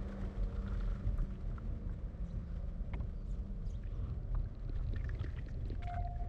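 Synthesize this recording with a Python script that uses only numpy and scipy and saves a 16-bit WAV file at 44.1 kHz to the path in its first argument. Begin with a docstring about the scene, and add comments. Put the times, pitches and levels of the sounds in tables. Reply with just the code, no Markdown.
"""Slow ride over village paving

Inside a slow vehicle, the engine hums at a steady speed under the rumble of tyres on stone joints.
The body bounces and thuds, loose trim knocks and ticks, with gritty crunches in between. Sparrows
chirp outside, and near the bend something rubs, sticking and slipping so that it sings in throbs."""
import sys
import numpy as np
from scipy import signal
from scipy.fft import rfft, irfft
from scipy.io import wavfile
from scipy.ndimage import uniform_filter1d

SR = 44100
rng = np.random.default_rng(int(sys.argv[2]) if len(sys.argv) > 2 else 0)


def inscribe(sig):
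    """Save sig as 16-bit PCM at rate SR to the path in sys.argv[1].

    A 1-D sig is mono; a 2-D sig holds one channel per row.
    Samples are clipped to [-1, 1] before scaling.
    """
    pcm = np.round(np.clip(np.atleast_2d(sig).T, -1, 1) * 32767)
    wavfile.write(sys.argv[1], SR, pcm.astype(np.int16))


N = 276948
TIME = np.arange(N) / SR


def gain_of(db):
    """Decibels to a factor."""
    return 10 ** (np.asarray(db) / 20)


def unit_rms(x):
    """Scales to rms 1."""
    return x / np.sqrt(np.mean(x ** 2) + 1e-20)


def peak_at(db, x):
    """Scales to a peak level."""
    return gain_of(db) * x / abs(x).max()


def curves(rows, t=TIME):
    """The columns of a table as fader moves: straight lines in time."""
    s, *columns = np.transpose(rows)
    return [np.interp(t, s, c) for c in columns]


def add(mix, s, sound):
    """Lays a sound into the mix at s seconds."""
    part = mix[round(s * SR):][:len(sound)]
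    part += sound[:len(part)]


def wander(top_hz):
    """A random drift of rms 1, moving at rates up to top_hz."""
    t, rates = TIME[::64], np.geomspace(top_hz / 12, top_hz, 12)
    drift = sum(np.sin(2 * np.pi * (f * t + rng.random())) / np.sqrt(f) for f in rates)
    return np.interp(TIME, t, unit_rms(drift))


def coloured(x, eq):
    """Applies an EQ curve, cuts all beyond its ends and scales to rms 1."""
    hz = np.fft.rfftfreq(N, 1 / SR)
    f, db = np.transpose(eq)
    shape = gain_of(np.interp(np.log(hz + 1), np.log(f + 1), db)) * (hz > f[0]) * (hz < f[-1])
    return unit_rms(irfft(rfft(x) * shape, N))


def swell(s, length):
    """One smooth rise and fall centred on s."""
    return np.cos(np.pi * np.clip((TIME - s) / length, -.5, .5)) ** 2


def ring(hz, t, t60):
    """One mode, dying by 60 dB in t60 seconds."""
    return gain_of(-60 * t / t60) * np.sin(2 * np.pi * hz * t)


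# sparrow calls: t/s, length/s, start f/Hz, middle f/Hz, end f/Hz, fundamental/dB, octave/dB
CHIRPS = [(.43, 0.016, 4770, 4330, 3900, -72, -99), (1.91, 0.048, 3980, 3850, 3700, -88, -89),
          (2.243, .02, 3900, 3800, 3750, -82, -86), (2.258, 0.046, 3010, 2950, 2930, -85, -84),
          (2.263, .013, 3450, 3420, 3450, -93, -82), (2.3, 0.015, 3730, 3980, 4250, -71.5, -96),
          (2.302, 0.038, 3000, 2940, 2900, -89, -87), (3.129, 0.12, 4900, 4630, 4480, -85, -115),
          (3.262, 0.014, 3200, 3700, 4350, -92, -85), (3.276, .014, 4800, 4900, 4880, -88, -90),
          (3.288, .012, 4500, 3930, 3500, -90, -80), (3.298, 0.012, 3700, 3750, 3350, -79, -77),
          (3.309, 0.011, 3350, 3420, 3600, -86, -71), (3.312, 0.0099, 3880, 4000, 4300, -95, -86),
          (3.322, .014, 3500, 3920, 4200, -90, -83), (3.337, 0.017, 2900, 3150, 3700, -80, -82),
          (3.648, 0.024, 2900, 3320, 4680, -88, -82), (3.661, 0.024, 4650, 5020, 4570, -71.5, -91),
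          (3.682, 0.022, 4000, 3860, 3830, -75.5, -84), (3.696, 0.021, 3470, 3130, 3450, -81, -68.5),
          (3.718, .03, 3150, 2900, 3470, -91, -82), (3.73, 0.034, 2770, 3320, 4100, -72.5, -89),
          (3.752, .012, 4000, 3600, 3100, -76, -99), (3.94, 0.036, 6030, 5670, 5300, -85, -99)]


def sparrows():
    """Gliding whistles with overtones, slightly hoarse, smeared by echoes off the walls."""
    out = np.zeros(N)
    for s, length, *glide_hz, first_db, octave_db in CHIRPS:
        u = np.linspace(0, 1, round(length * SR))
        hoarse = 1 + .17 * uniform_filter1d(rng.standard_normal(len(u)), 30)
        phase = 2 * np.pi * np.cumsum(np.interp(u, (0, .5, 1), glide_hz) * hoarse) / SR
        overtones = np.sin(2 * phase) + gain_of(-19) * np.sin(3 * phase)
        tone = gain_of(first_db) * np.sin(phase) + gain_of(octave_db) * overtones
        add(out, s, np.sqrt(2) * tone * np.sin(np.pi * u) ** 0.52)
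    t, echo_t60_s = np.arange(5000) / SR, .12
    echoes = rng.standard_normal(len(t)) * gain_of(-60 * t / echo_t60_s)
    return out + gain_of(-5.5) * signal.oaconvolve(out, echoes / np.linalg.norm(echoes))[:N]


# hum as the cabin colours it: t/s, level/dB of orders 7, 8, 9 and 19, offset/dB of other high orders
HUM_FADERS = [(0, -72, -50, -71, -67, 6), (.4, -73, -52.5, -68.5, -60.5, 4),
              (.8, -61, -53, -58.5, -62.5, 0.5), (1.2, -58, -55, -65, -88, -2.5),
              (1.6, -61.5, -62, -60, -68.5, -3.5), (2.0, -59, -65.5, -62.5, -73.5, 0.5),
              (2.4, -53, -61.5, -67, -85, -2), (2.8, -54.5, -60.5, -65.5, -74, -2),
              (3.2, -56.5, -57.5, -73.5, -68.5, -3.5), (3.6, -58.5, -59.5, -63, -72.5, -7.5),
              (4.0, -76, -67.5, -80, -73.5, -4), (4.4, -71.5, -76, -68.5, -90, -6.5),
              (5.2, -70.5, -71.5, -72, -84.5, -4.5), (6.28, -67.5, -70.5, -74.5, -77, -7)]
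# the rest of the hum: multiple of the firing rate, level/dB before its offset
OTHER_ORDERS = [(4, -61), (5, -63.5), (6, -61.5), (10, -73.5), (12, -70), (13, -73.5), (15, -72),
                (16, -74.5), (17, -81.5), (18, -80.5), (20, -75.5), (21, -73), (22, -73.5), (23, -71.5),
                (24, -71.5), (26, -90), (27, -77), (28, -77.5), (30, -81)]


def engine():
    """Orders of a steady firing rate as clean tones, each wavering as the cabin shakes."""
    firing_hz, lead_orders, low_offset_db = 24.4, (7, 8, 9, 19), -4
    *lead_db, high_offset_db = curves(HUM_FADERS)
    orders = list(zip(lead_orders, lead_db))
    orders += [(k, db + (high_offset_db if k > 7 else low_offset_db)) for k, db in OTHER_ORDERS]
    turns = firing_hz * TIME + .011 * wander(9)
    out = np.zeros(N)
    for order, db in orders:
        flutter_db = 2.6 * wander(22)
        swell_db = (1.2 if order in lead_orders else 2.4) * wander(4)
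        out += gain_of(db + flutter_db + swell_db) * np.sin(2 * np.pi * (order * turns + rng.random()))
    return np.sqrt(2) * out


# road bed: t/s, then level/dB of shake (before trim), drum, roar, dull rattle, bright rattle, hiss
ROAD_FADERS = [(0, -41, -49, -55.5, -65, -70, -72.5), (.3, -53, -53, -64.5, -65, -70.5, -72.5),
               (.55, -43, -49.5, -60.5, -67, -75.5, -74), (.84, -43.5, -43.5, -63, -66.5, -71, -71),
               (1.0, -43, -47, -65.5, -70, -72, -75), (1.38, -48.5, -53, -63, -70.5, -77.5, -77.5),
               (1.9, -49, -48, -64, -71.5, -78, -80.5), (2.6, -41, -49, -65, -71, -78.5, -79.5),
               (3.2, -42, -48.5, -65, -74.5, -82.5, -80.5), (3.6, -43, -52.5, -64, -73.5, -84, -80),
               (3.92, -41.5, -46, -64, -76, -79, -79), (4.25, -44, -44.5, -60, -73.5, -81.5, -81),
               (4.58, -47, -49.5, -63.5, -72, -79.5, -81), (4.9, -40, -44.5, -60, -72.5, -78, -78),
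               (5.25, -42, -50, -61, -71, -73.5, -74), (5.5, -42.5, -41.5, -60, -77, -74.5, -78),
               (5.8, -41, -47, -61.5, -74.5, -81, -79.5), (6.1, -43, -46, -66.5, -79, -81.5, -79.5),
               (6.28, -36, -54, -58.5, -72, -71.5, -80.5)]
# bumps in the paving: centre t/s, length/s, body ring level/dB, tyre drum level/dB, ring f/Hz
BUMPS = [(0, 0.12, -54, -68, 45.0), (0.242, 0.16, -38, -43.5, 45.1), (0.425, 0.21, -33.5, -46, 43.96),
         (0.594, 0.07, -37.5, -53, 44.26), (0.753, 0.16, -39.5, -52.5, 45.2),
         (0.898, 0.26, -36, -51, 40.96), (1.093, 0.26, -34.5, -40, 44.7), (1.21, 0.12, -31, -43, 38.02),
         (1.328, 0.11, -42.5, -47, 44.0), (1.498, 0.21, -39.5, -43.5, 36.0),
         (1.698, 0.26, -38.5, -43, 40.0), (1.897, 0.25, -39.5, -55, 39.0), (2.048, 0.11, -39, -50, 45.04),
         (2.219, 0.1, -37.5, -51, 46.2), (2.368, 0.14, -45, -43.5, 44.05), (2.82, 0.13, -39.5, -60, 45.0),
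         (3, 0.22, -51, -42, 44.96), (3.347, 0.28, -41, -47, 50.6), (3.478, 0.17, -45.5, -46.5, 39.86),
         (3.663, 0.17, -40.5, -46.5, 30.93), (4.072, 0.4, -40, -42, 54.26), (4.399, 0.3, -35, -42, 37.98),
         (4.694, 0.2, -36, -44.5, 37.24), (4.789, 0.1, -38, -49, 24.07), (4.931, 0.19, -41, -42, 30.07),
         (5.055, 0.12, -45, -39.5, 41.85), (5.144, 0.057, -39, -39.5, 35.0),
         (5.219, 0.19, -51, -40.5, 65.2), (5.395, 0.21, -44, -45.5, 50.16),
         (5.559, 0.047, -38.5, -56, 40.74), (5.645, 0.043, -39.5, -57, 30.0),
         (5.993, 0.21, -39, -42.5, 41.1), (6.13, 0.054, -44, -64, 48.0), (6.27, 0.21, -36, -42, 38)]
# EQ of the deep shake: f/Hz, gain/dB
SHAKE_EQ = [(14, -24), (22, -9.5), (30, -1), (36, -2.5), (42, 4.5), (49, -4.5), (60, -6), (70, -5.5),
            (90, -35)]


def body_shake():
    """The body bounces on its tyres: compressed sub rumble, and a low wavering ring at each bump."""
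    rumble = coloured(rng.standard_normal(N), SHAKE_EQ)
    compressed = rumble / (uniform_filter1d(rumble ** 2, 2600) + 0.047) ** 0.38
    out = gain_of(curves(ROAD_FADERS)[0] - 0.5) * unit_rms(compressed)
    waver = 0.17 * wander(8.3)
    for s, length, ring_db, _, hz in BUMPS:
        tone = np.sin(2 * np.pi * (hz * TIME + waver + rng.random()))
        out += np.sqrt(2) * gain_of(ring_db) * swell(s, length) * tone
    return out


# EQs of tyre drum, cabin roar, dull rattle, bright rattle and hiss: f/Hz, gain/dB
DRUM_EQ = [(50, -31), (65, 1.5), (125, -2.5), (150, -13), (215, -18.5), (250, -26), (300, -48.5)]
ROAR_EQ = [(130, -29.5), (220, -1), (334, -8.5), (383, -5), (482, -13), (565, -10), (795, -19.5),
           (900, -29.5), (1170, -60.5), (1980, -120)]
DULL_EQ = [(470, -42), (800, -10), (950, -3.5), (1040, -5.5), (1140, -1), (1550, -7.5), (2020, -41),
           (3410, -120)]
BRIGHT_EQ = [(910, -26.5), (1550, -4), (1690, 1), (1780, 3), (1980, 0.5), (2500, -9.5), (3250, -39.5),
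             (5500, -120)]
HISS_EQ = [(1350, -32), (2300, -3.5), (2530, -7), (3170, -4.5), (5390, -12), (5880, -13), (6860, -17),
           (7700, -17), (10800, -32), (13100, -32.5), (15600, -37)]


def road_noise():
    """Tyres on stone: bumps swell the drum and roar, joints jolt all layers above the drum together."""
    _, drum_db, roar_db, dull_db, bright_db, hiss_db = curves(ROAD_FADERS)
    bumps = sum(gain_of(db) * swell(s, length) for s, length, _, db, _ in BUMPS)
    joints = stone_joints(per_s=160, spread_db=1.5, smear_s=0.008)
    noise = rng.standard_normal((5, N))
    drum = np.hypot(gain_of(drum_db), bumps) * coloured(noise[0], DRUM_EQ)
    roar_gain = np.hypot(gain_of(roar_db), gain_of(-18.5) * bumps)
    roar = roar_gain * coloured(noise[1] + 0.33 * joints, ROAR_EQ)
    dull = gain_of(dull_db) * coloured(noise[2] + 0.45 * joints, DULL_EQ)
    bright = gain_of(bright_db) * coloured(noise[3] + 0.55 * joints, BRIGHT_EQ)
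    hiss = gain_of(hiss_db) * coloured(noise[4] + 0.88 * joints, HISS_EQ)
    return drum + roar + dull + bright + hiss


def stone_joints(per_s, spread_db, smear_s):
    """Flickering noise of rms 1 that flares at each random jolt."""
    sizes = gain_of(spread_db * np.minimum(rng.exponential(1, N), 4))
    jolts = sizes * (rng.random(N) < per_s / SR)
    envelope = signal.oaconvolve(jolts, np.exp(-np.arange(2000) / SR / smear_s))[:N]
    return unit_rms(envelope * rng.standard_normal(N))


# crunches and rustles: t/s, length/s, centre f/Hz, width/Hz, rms level/dB before the fades
CRUNCHES = [(0, 0.48, 663, 250, -65), (0.027, 0.24, 1430, 500, -70), (0.498, 0.24, 1280, 250, -67.5),
            (0.629, 0.17, 1330, 220, -65), (0.673, 0.022, 3300, 1500, -65), (.557, .015, 3600, 1800, -72),
            (0.798, 0.018, 3700, 1500, -67), (.828, .1, 3640, 1500, -78), (0.799, 0.29, 1305, 250, -68.5),
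            (1.175, 0.037, 1270, 500, -60.5), (1.176, 0.0061, 8450, 9000, -69.5),
            (1.17, 0.097, 7500, 5000, -84), (1.308, 0.069, 2630, 900, -78), (2.218, 0.17, 5500, 4500, -85),
            (2.406, 0.26, 4350, 1800, -83.5), (2.939, 0.018, 2100, 900, -62),
            (2.935, 0.013, 3200, 1000, -65), (2.938, 0.008, 760, 260, -55), (2.934, 0.034, 6000, 5000, -84),
            (2.942, 0.026, 400, 250, -57), (2.953, 0.042, 298, 200, -58),
            (2.999, 0.0053, 3000, 2400, -69.5), (3.219, .18, 4500, 3500, -82.5),
            (3.64, 0.13, 4000, 4000, -79.5), (3.835, 0.0055, 1780, 1000, -62),
            (3.87, 0.0053, 1800, 1210, -64), (3.876, 0.3, 1180, 350, -68), (3.795, 0.38, 3150, 1300, -80),
            (4.746, 0.04, 3200, 1800, -72.5), (4.671, 0.063, 1390, 500, -84),
            (4.961, 0.011, 3300, 1600, -61), (4.989, 0.022, 2120, 600, -69),
            (5.041, 0.0054, 5200, 2500, -74), (5.054, 0.02, 5300, 900, -78),
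            (5.081, 0.017, 4200, 3000, -69.5), (5.104, .014, 5500, 1200, -77),
            (5.189, 0.016, 3400, 700, -64), (5.226, 0.03, 3730, 2500, -65), (5.258, 0.08, 1840, 450, -71),
            (5.354, 0.054, 2480, 1200, -65.5), (5.472, 0.057, 5300, 3000, -76),
            (5.682, 0.0043, 7900, 5000, -75), (5.677, 0.073, 2980, 1800, -72.5),
            (5.819, 0.029, 2910, 2220, -60.5), (5.82, 0.045, 6000, 4000, -75),
            (5.868, 0.046, 2980, 2220, -66.5), (5.869, 0.12, 6200, 4000, -81.5),
            (5.889, 0.094, 1416, 300, -60.5), (5.954, 0.039, 690, 200, -54.5),
            (5.934, 0.032, 2200, 2400, -66)]


def crunches():
    """Dense grit of uneven grain size through one broad resonance; long rustles are grainier."""
    out = np.zeros(N)
    for s, length, hz, width, db in CRUNCHES:
        noise, size = rng.standard_normal((2, 30000))[:, :round(length * SR)]
        grain_db = 1.5 if length < 0.12 else 3
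        grit = noise * gain_of(grain_db * unit_rms(uniform_filter1d(size, 90)))
        edges_hz = np.clip([hz - width / 2, hz + width / 2], 100, 14000)
        grit = signal.sosfilt(signal.butter(3, edges_hz, "band", fs=SR, output="sos"), grit)
        add(out, s, gain_of(db) * unit_rms(grit) * signal.windows.tukey(len(grit), .6))
    return out


# thin ticks: t/s, peak level/dB, f/Hz
TICKS = [(0.372, -58, 3330), (.678, -52, 3370), (.8026, -52, 3670), (.8565, -57, 3500),
         (1.3556, -56.5, 3000), (4.1, -56.5, 4100), (4.2328, -63, 4400), (4.3534, -61, 3870),
         (4.3959, -61, 4000), (4.444, -58.5, 4170), (4.551, -57, 4030), (4.5955, -63, 4100),
         (4.6494, -58, 4240), (4.6945, -50.5, 4120), (4.787, -58, 3900), (4.838, -59, 4040),
         (4.867, -56, 4000), (4.888, -52.5, 3960), (4.9356, -48.5, 3860), (5.151, -54, 4150),
         (5.201, -51, 3770), (5.214, -45.5, 3160), (5.3034, -55, 4000), (5.365, -51, 2960),
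         (5.4151, -60, 4390), (5.463, -52, 4200), (5.543, -56.5, 4200), (5.6087, -63, 3220),
         (5.655, -52, 4080), (5.7005, -47, 4170), (5.753, -58.5, 4320), (5.878, -52, 3060),
         (5.933, -55, 3420), (6.0044, -58, 3920), (6.0498, -54.5, 4120)]


def trim_ticks():
    """Tiny hard contacts: two modes, each time a little different, gone in a few milliseconds."""
    out, t = np.zeros(N), np.arange(600) / SR
    attack = (1 - np.exp(-t / 0.0002)) ** 2
    faint_tick = (rng.uniform(4.5, 4.7), rng.uniform(-76, -70), 3580 * rng.uniform(.86, 1.14))
    for s, db, hz in TICKS + [faint_tick]:
        low = rng.uniform(.3, .8) * ring(rng.uniform(.56, .68) * hz, t, t60=0.0076)
        high = ring(hz, t, t60=rng.uniform(.004, .008))
        add(out, s, peak_at(db, (low + high) * attack))
    return out


# blows in the body: t/s, peak level/dB, f/Hz
THUDS = [(1.041, -40, 248), (1.066, -40, 150), (1.078, -51, 398), (1.187, -50, 380), (1.231, -33, 130),
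         (1.5, -48, 231), (2.941, -47, 347), (2.956, -40.5, 212), (2.973, -53, 470), (2.996, -45, 243),
         (4.171, -54, 371), (4.348, -54, 600), (4.697, -39, 270), (4.937, -40.5, 306), (5.243, -37.5, 335),
         (5.468, -48, 323), (5.656, -40.5, 264), (5.703, -37.5, 366), (5.729, -38.5, 260)]


def body_thuds():
    """Dull blows: one damped low mode with a soft attack."""
    out, t = np.zeros(N), np.arange(4000) / SR
    attack = 1 - np.exp(-t / 0.0012)
    for s, db, hz in THUDS:
        add(out, s, peak_at(db, ring(hz, t, t60=0.02) * attack))
    return out


# throbs of the rubbing tone: t/s, length/s, crest level/dB
THROBS = [(5.777, 0.11, -58), (5.818, 0.079, -56), (5.87, 0.035, -43.5), (5.893, 0.064, -41),
          (5.959, 0.05, -39.5), (6.002, 0.042, -49), (6.039, 0.042, -41), (6.083, 0.052, -47),
          (6.131, 0.042, -52), (6.168, .035, -59.5), (6.191, 0.041, -47.5), (6.219, 0.023, -58),
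          (6.235, 0.052, -53)]
# its overtones: order, held level/dB, fade/(dB per s)
RUB_OVERTONES = [(2, -74, 90), (3, -67, 300)]


def rubbing():
    """A trembling stick-slip tone in throbs; overtones rise with the first hard grip, hold and fade."""
    pitch_hz, grip_s, let_go_s, rise_db_per_s = 704.5, 5.875, 5.99, 898
    grip = np.zeros(N)
    for s, length, db in THROBS:
        n = len(np.arange(s, s + length, 1 / SR))
        rasp = unit_rms(signal.oaconvolve(rng.standard_normal(6000), np.hanning(300), "valid"))[:n]
        arch = np.sin(np.pi * np.linspace(0, 1, n)) ** 0.5 * signal.windows.tukey(n, .15)
        add(grip, s, gain_of(db) * arch * (1 + 0.094 * rasp))
    phase = 2 * np.pi * (pitch_hz * TIME + .04 * wander(60))
    out = grip * np.sin(phase)
    before_s, after_s = np.maximum(grip_s - TIME, 0), np.maximum(TIME - let_go_s, 0)
    for order, db, fade_db_per_s in RUB_OVERTONES:
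        level_db = db - rise_db_per_s * before_s - fade_db_per_s * after_s + 3 * wander(90)
        out += gain_of(level_db) * np.sin(order * phase)
    return out


def small_knocks(per_s, hollow_db):
    """Rows of weak knocks at random moments, riding the level of the dull rattle."""
    when, size, pitch = rng.random((round(per_s * N / SR), 3)).T
    times = when * N / SR
    peak_db = curves(ROAD_FADERS, times)[3] + np.interp(size, (0, 1), (-6, 2))
    hz = np.interp(pitch, (0, 1), (1120, 1780))
    return [(*knock, hollow_db) for knock in zip(times, peak_db, hz)]


# loose trim knocking: t/s, trim peak level/dB, f/Hz, hollow panel against the trim/dB
KNOCKS = [(0.121, -50, 1500, -15), (.235, -50.5, 1290, -11), (0.362, -61, 1260, -8), (.497, -63, 1410, -14),
          (.524, -48, 1210, -6), (0.56, -50.5, 1370, -15), (.589, -63, 1310, -15), (0.623, -60, 1240, -13),
          (0.662, -44.5, 1336, -23), (0.678, -51, 1330, -19), (0.708, -53, 1500, -20),
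          (.719, -47, 1210, -4), (.747, -46, 1450, -17), (0.805, -46, 1325, -15), (.833, -50.5, 1710, -24),
          (.856, -58, 1410, -15), (0.8747, -49, 1280, -17), (.886, -50, 1200, -12), (0.904, -53, 1460, -4),
          (.917, -50.5, 1340, -11), (0.94, -55, 1340, -13), (.955, -60, 1290, -14), (1.003, -54, 1330, -18),
          (1.183, -46, 1230, -21), (1.244, -58, 1310, -15), (1.304, -53, 1390, -18),
          (1.512, -53.5, 1250, -2), (1.5786, -41, 1310, -27), (1.717, -66, 1570, -13),
          (1.892, -54, 990, -11), (1.893, -55, 1490, -25), (2.9334, -42, 2170, -5),
          (2.9385, -50, 2250, 9.5), (3.0015, -50.5, 1026, -7), (3.8335, -56, 1720, -25),
          (3.862, -59, 1750, -22), (4.3454, -42.5, 1130, -20), (4.454, -59.5, 1530, -21),
          (4.683, -57, 1390, -18), (4.727, -61, 1350, -20), (4.737, -61, 1350, -16),
          (4.758, -56, 1760, -14), (4.79, -54, 1350, -1), (4.805, -55, 1300, -9), (4.958, -43.5, 1760, -29),
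          (4.9653, -52, 1830, -27), (4.979, -58, 2420, -21), (4.993, -59, 2090, -20),
          (5.008, -52, 2100, -11), (5.0415, -44, 1780, -12), (5.0903, -39, 1700, -23),
          (5.107, -56, 1700, -20), (5.146, -51.5, 2030, -20), (5.192, -52, 1230, -2),
          (5.21, -49, 1280, -16), (5.239, -46, 1830, -29), (5.261, -47, 1710, -22), (5.286, -52, 1610, -18),
          (5.296, -61, 1850, -15), (5.3323, -53, 1840, -20), (5.371, -50, 1240, -19),
          (5.384, -47, 1870, -28), (5.484, -48, 1765, -25), (5.715, -55, 1840, -22),
          (5.749, -54, 1610, -20), (5.8199, -46, 1530, -31), (5.828, -48, 2190, -28),
          (5.832, -50, 1300, -26), (5.8706, -44, 2170, -25), (5.896, -47, 1400, -10),
          (5.94, -42, 1510, -14), (5.94, -48, 1730, -24), (5.953, -51, 1380, -21),
          (5.967, -50.5, 1420, -11.5), (6.0217, -55.5, 1900, -14), (6.071, -54.5, 1780, -25),
          (6.1566, -58, 1660, -21)]
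# modes of the trim: ratio to the knock's f, gain/dB
TRIM_MODES = [(1.014, 5), (1.27, -8), (0.877, -3.5), (2.1, -15.5)]
# modes of the hollow panel: f/Hz, gain/dB
PANEL_MODES = [(690, 0), (850, 0)]


def trim_knocks():
    """A blow and a few bounces ring the trim and a hollow panel, with a dry scrape on top."""
    out, n = np.zeros(N), 2000
    t = np.arange(n) / SR
    attack = 1 - np.exp(-t / .0006)
    mid_hz = 1750  # lower knocks ring longer and scrape less
    scrape_ceiling_db, full_scrape_knock_db = -62.5, -43
    scrape_band = signal.butter(3, [2500, 5800], "band", fs=SR, output="sos")
    panel_ring = attack * sum(gain_of(g) * ring(f, t, t60=.026) for f, g in PANEL_MODES)
    for s, db, hz, hollow_db in KNOCKS + small_knocks(per_s=3, hollow_db=-15.5):
        noise = rng.standard_normal(n)
        when, size = rng.random((2, 6))
        drive = np.zeros(n)
        drive[80] = 0.61  # the first blow
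        drive[((.0022 + .006 * when) * SR).astype(int)] = (size - .5) * .8  # its bounces
        drive = signal.convolve(drive, np.hanning(15))[:n]  # soft contacts: no fizz at the top
        t60 = 0.012 * (mid_hz / hz) ** 1.2
        trim_ring = attack * sum(gain_of(g) * ring(hz * k, t, t60) for k, g in TRIM_MODES)
        trim = peak_at(db, signal.fftconvolve(drive, trim_ring)[:n])
        panel = peak_at(db + hollow_db, signal.fftconvolve(drive, panel_ring)[:n])
        scrape = signal.sosfilt(scrape_band, noise * uniform_filter1d(abs(drive), 60))
        softer_db = min(db - full_scrape_knock_db, 0) + 16 * min(np.log2(hz / mid_hz), 0)
        add(out, s, trim + panel + peak_at(scrape_ceiling_db + softer_db, scrape))
    return out


def scene():
    """The mono cabin mix: a bed of engine and road, with the short sounds on top."""
    bed = engine() + body_shake() + road_noise()
    return (bed + trim_knocks() + crunches() + trim_ticks() + body_thuds() + rubbing() + sparrows())[None]


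def record(dry):
    """A steep high cut at 15.5 kHz."""
    high_cut = signal.firwin(511, 15500, window=("kaiser", 9), fs=SR)
    padded = np.pad(dry, ((0, 0), (255, 255)), "edge")
    return signal.oaconvolve(padded, high_cut[None], "valid")


dry = scene()
out = record(dry)
inscribe(out)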